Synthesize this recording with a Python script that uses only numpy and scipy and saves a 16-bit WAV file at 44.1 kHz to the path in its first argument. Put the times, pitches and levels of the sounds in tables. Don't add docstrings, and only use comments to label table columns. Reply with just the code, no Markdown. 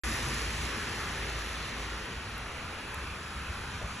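import sys
import numpy as np
from scipy import signal
from scipy.fft import rfft, irfft, next_fast_len
from scipy.io import wavfile
from scipy.ndimage import uniform_filter1d, map_coordinates

SR = 44100
rng = np.random.default_rng(int(sys.argv[2]) if len(sys.argv) > 2 else 0)


def wav_record(signal):
    frames = np.transpose(np.atleast_2d(signal))
    bounded = np.clip(frames, -1, 1)
    quanta = np.round(bounded * 32767).astype(np.int16)
    wavfile.write(sys.argv[1], SR, quanta)


N = 176400
TIME_S = np.arange(N) / SR


def amp(db):
    return 10 ** (np.asarray(db) / 20)


def unit(x):
    return x / np.sqrt(np.mean(x ** 2) + 1e-20)


def along(points, hz):
    freqs, values = np.transpose(points)
    return np.interp(np.log(hz + 1), np.log(freqs + 1), values)


def curve(rows):
    return np.interp(TIME_S, *np.transpose(rows))


def wobble(rate_hz):
    return map_coordinates(rng.standard_normal(400), [TIME_S * rate_hz], mode="wrap")


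def filtered(x, response):
    size = next_fast_len(N + SR // 2)
    return irfft(rfft(x, size) * response(np.fft.rfftfreq(size, 1 / SR)), size)[..., :N]


def spread(pair, spectrum):
    # freq_hz, coherence
    alike = [(70, 1), (150, .995), (300, .95), (600, .82), (1000, .91), (1750, .96), (2200, .77),
             (2700, .33), (3500, .7), (4300, .55), (5000, .8), (6000, .99), (7500, .84), (8500, .995),
             (9300, 1), (10000, .87), (11200, .8), (12000, .995)]

    def mid_side_eq(hz):
        width = np.arccos(np.clip(along(alike, hz), -1, 1)) / 2
        return amp(along(spectrum, hz)) * [np.cos(width), np.sin(width)]

    mid, side = filtered(pair, mid_side_eq)
    return unit(np.array([mid + side, mid - side]))


def rush(spectrum, patchy_db):
    bins = signal.stft(rng.standard_normal((2, N)), nperseg=1024)[2]
    patches = uniform_filter1d(rng.standard_normal(bins.shape[1:]), size=6, axis=0)
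    patches = unit(uniform_filter1d(patches, size=12, axis=1))
    noise = signal.istft(bins * amp(patchy_db * patches), nperseg=1024)[1]
    return spread(noise[:, :N], spectrum)


def tyres():
    # time_s, level_db
    fade = [(0, -38.5), (.15, -36.5), (.33, -36.5), (.6, -38.7), (.85, -38.5), (1.2, -40), (1.6, -41),
            (2.0, -44.5), (2.6, -48), (3.3, -59.5), (4, -67)]
    # freq_hz, relative_db
    colour = [(30, -12), (70, 5.5), (130, 7), (180, -0.5), (225, 3), (300, 1), (450, 2), (650, -6),
              (850, -1), (1100, 0), (1450, -2.5), (1800, 5), (2200, 1), (2900, -2.5), (4000, -6.5),
              (6000, -9), (12000, -66)]
    body_hz, body_start_db, carry_db_per_s = 520, -3.5, 2.5
    roar = rush(colour, patchy_db=1.6)
    body = filtered(roar, lambda hz: 1 / (1 + (hz / body_hz) ** 6))
    hiss = roar - body
    carry = amp(body_start_db + carry_db_per_s * TIME_S)
    return amp(curve(fade) + 0.3 * wobble(18)) * (hiss + carry * body)


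def spray():
    # time_s, level_db
    envelope = [(0, -41.3), (.42, -44), (.8, -46.5), (1.3, -47.5), (1.6, -47), (1.85, -49.7), (2.1, -56),
                (2.7, -64), (4, -48.5)]
    # freq_hz, relative_db
    colour = [(500, -40), (2500, -7), (3700, -7), (5000, -1.5), (6200, -2), (7500, -1), (9500, -5.5),
              (11000, 1), (12200, -20.5)]
    drops_per_s, spatter_db, scatter_db = 1200, -4, 3.5
    treble_hz, dulling_db_per_s = 6000, 3.5
    hits = rng.random(N) < drops_per_s / SR
    drops = hits * amp(scatter_db * np.clip(rng.standard_normal(N), -2, 2))
    spatter = spread(drops * rng.standard_normal((2, N)), colour)
    water = rush(colour, patchy_db=2.0) + amp(spatter_db) * spatter
    body = filtered(water, lambda hz: 1 / (1 + (hz / treble_hz) ** 4))
    treble = amp(-dulling_db_per_s * TIME_S) * (water - body)
    return amp(curve(envelope) + 1.05 * wobble(22.3)) * (body + treble)


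def exhaust():
    # time_s, level_db
    note_level = [(0, -30), (.17, -47), (.3, -39), (.48, -38.5), (.57, -41), (.7, -44), (.87, -49),
                  (1.15, -49), (1.22, -41.5), (1.43, -40.5), (1.72, -49.5), (1.87, -39), (1.96, -49),
                  (4, -79)]
    # time_s, level_db
    chug_level = [(0, -36), (.18, -42.5), (.3, -42), (.42, -48.5), (.62, -48), (.8, -50), (1.05, -50),
                  (1.25, -52.5), (2, -55.5), (4, -74)]
    # freq_hz, relative_db
    chug_colour = [(20, -23), (50, -17), (76, 5.5), (100, -10), (135, -0.5), (180, -28), (225, -3),
                   (280, -15.5), (325, -6), (420, -30), (600, -54), (2000, -80)]
    firing_hz, speed_drift = 56.15, 0.012
    hum_hz, hum_db = 219.7, -10.5
    phase_per_hz = 2 * np.pi * np.cumsum(1 + speed_drift * wobble(12)) / SR
    note = amp(curve(note_level) + wobble(22.1)) * unit(np.sin(firing_hz * phase_per_hz))
    hum = amp(hum_db + 3.1 * wobble(7.5)) * unit(np.sin(hum_hz * phase_per_hz))
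    chug = rush(chug_colour, patchy_db=0.5)
    return note + amp(curve(chug_level)) * (chug + hum)


def traffic():
    # time_s, level_db
    wash_level = [(0, -39.5), (2.2, -42), (2.6, -41), (2.95, -40), (3.2, -41), (3.6, -40), (4, -42)]
    # freq_hz, relative_db
    wash_colour = [(100, -1.5), (200, -3.5), (450, -2.5), (680, -5.5), (850, -3.5), (1000, -0.9), (1350, 2),
                   (1700, -0.6), (2150, -5), (2550, -0.8), (3000, -6.5), (4000, -10.5), (5000, -13),
                   (6200, -17), (8000, -17.5), (11000, -15.5), (12200, -40)]
    # time_s, level_db
    rumble_level = [(0, -47), (1.1, -42.5), (1.3, -49.5), (1.8, -48), (2.15, -44.5), (2.7, -48.5),
                    (3.3, -46), (3.7, -42.5), (4, -46.5)]
    # freq_hz, relative_db
    rumble_colour = [(15, -21), (30, -19), (45, 1.5), (70, 4.5), (100, 0), (150, -7.5), (220, -10),
                     (400, -37), (1500, -70)]
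    # time_s, level_db
    engine_level = [(0, -58), (2.9, -64), (3.6, -55.5), (4, -52)]
    # freq_hz, relative_db
    engine_colour = [(60, -23), (120, -8), (160, -1.5), (205, 3), (300, -8.5), (800, -50)]
    wash = amp(curve(wash_level) + 0.032 * wobble(7.4)) * rush(wash_colour, patchy_db=1.5)
    rumble = amp(curve(rumble_level) + 0.43 * wobble(12)) * rush(rumble_colour, patchy_db=0.8)
    engine = amp(curve(engine_level)) * rush(engine_colour, patchy_db=-2.5)
    return wash + rumble + engine


def ticks():
    # start_s, level_db, centre_hz, half_width_hz, t60_s
    bursts = [(0.4181, -29.5, 6000, 5000, 0.0068), (1.228, -38, 1900, 400, 0.14),
              (2.381, -40, 10500, 1400, 0.0088), (2.9448, -30.5, 9700, 1500, 0.0033),
              (3.813, -41.5, 480, 420, 0.27)]
    out = np.zeros(N)
    for start_s, level_db, centre_hz, half_width_hz, t60_s in bursts:
        age = TIME_S - start_s
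        noise = rng.standard_normal(N)
        band = unit(filtered(noise, lambda hz: 1 / (1 + ((hz - centre_hz) / half_width_hz) ** 2)))
        out += amp(level_db - 60 * np.abs(age) / t60_s) * (age >= 0) * band
    return out


def bumps():
    # start_s, level_db, pitch_hz
    thuds = [(0.601, -33.5, 75), (1.085, -42.5, 83.4), (2.969, -37, 73.5), (3.105, -36.5, 78.5),
             (3.486, -36.5, 73), (3.837, -29.5, 72)]
    # time_s, level_db
    rub_level = [(3.78, -79), (3.825, -39), (3.85, -49), (3.9, -47), (4, -51.5)]
    # freq_hz, relative_db
    rub_colour = [(30, -16), (65, 6), (150, -4), (220, -16), (400, -23), (700, -9), (1500, -51)]
    rise_s, t60_s = 0.0054, 0.17
    overtone_ratio, overtone_db = 2.33, -10.5
    out = amp(curve(rub_level)) * rush(rub_colour, patchy_db=-2.0)
    for start_s, level_db, pitch_hz in thuds:
        age = np.maximum(TIME_S - start_s, 0)
        envelope = (1 - np.exp(-age / rise_s)) * amp(-60 * age / t60_s)
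        phase = 2 * np.pi * pitch_hz * age
        ring = np.sin(phase) + amp(overtone_db) * np.sin(overtone_ratio * phase)
        out += amp(level_db) * envelope / envelope.max() * ring
    return out


def slush():
    # time_s, level_db
    swell = [(0, -70), (.8, -58), (1.3, -51), (1.6, -48.5), (1.9, -54.5), (2.15, -68), (4, -80)]
    # freq_hz, relative_db
    colour = [(2000, -32), (3000, 2), (3650, 2), (4300, -3.5), (5200, -13), (8000, -45)]
    return amp(curve(swell) + 0.9 * wobble(18)) * rush(colour, patchy_db=1.5)


def scene():
    return tyres() + spray() + slush() + traffic() + exhaust() + bumps() + ticks()


def record(dry):
    # freq_hz, lead_rad
    lead = [(50, 0), (400, -.1), (850, -.3), (1700, .05), (2600, .5), (4000, .65), (4850, 3.1), (5700, 6.1),
            (6250, 6.35), (7200, 7.6), (8000, 8.6), (8600, 9.35), (9500, 9.5), (11000, 11.1), (11800, 12.5)]
    # freq_hz, left_minus_right_db
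    balance = [(60, 0), (250, 2), (550, 3.6), (1000, 0), (2500, -.5), (3300, 1), (4100, -2.5), (5500, 1),
               (6200, 0)]
    silence_s, fade_in_s, high_cut_hz = 0.035, 0.002, 12250
    sides = np.array([[.5], [-.5]])
    stereo = filtered(dry, lambda hz: amp(sides * along(balance, hz))
                      * np.exp(1j * sides * along(lead, hz)))
    fade_in = np.clip((TIME_S - silence_s) / fade_in_s, 0, 1)
    return filtered(stereo * fade_in, lambda hz: hz < high_cut_hz)


dry = scene()
out = record(dry)
wav_record(out)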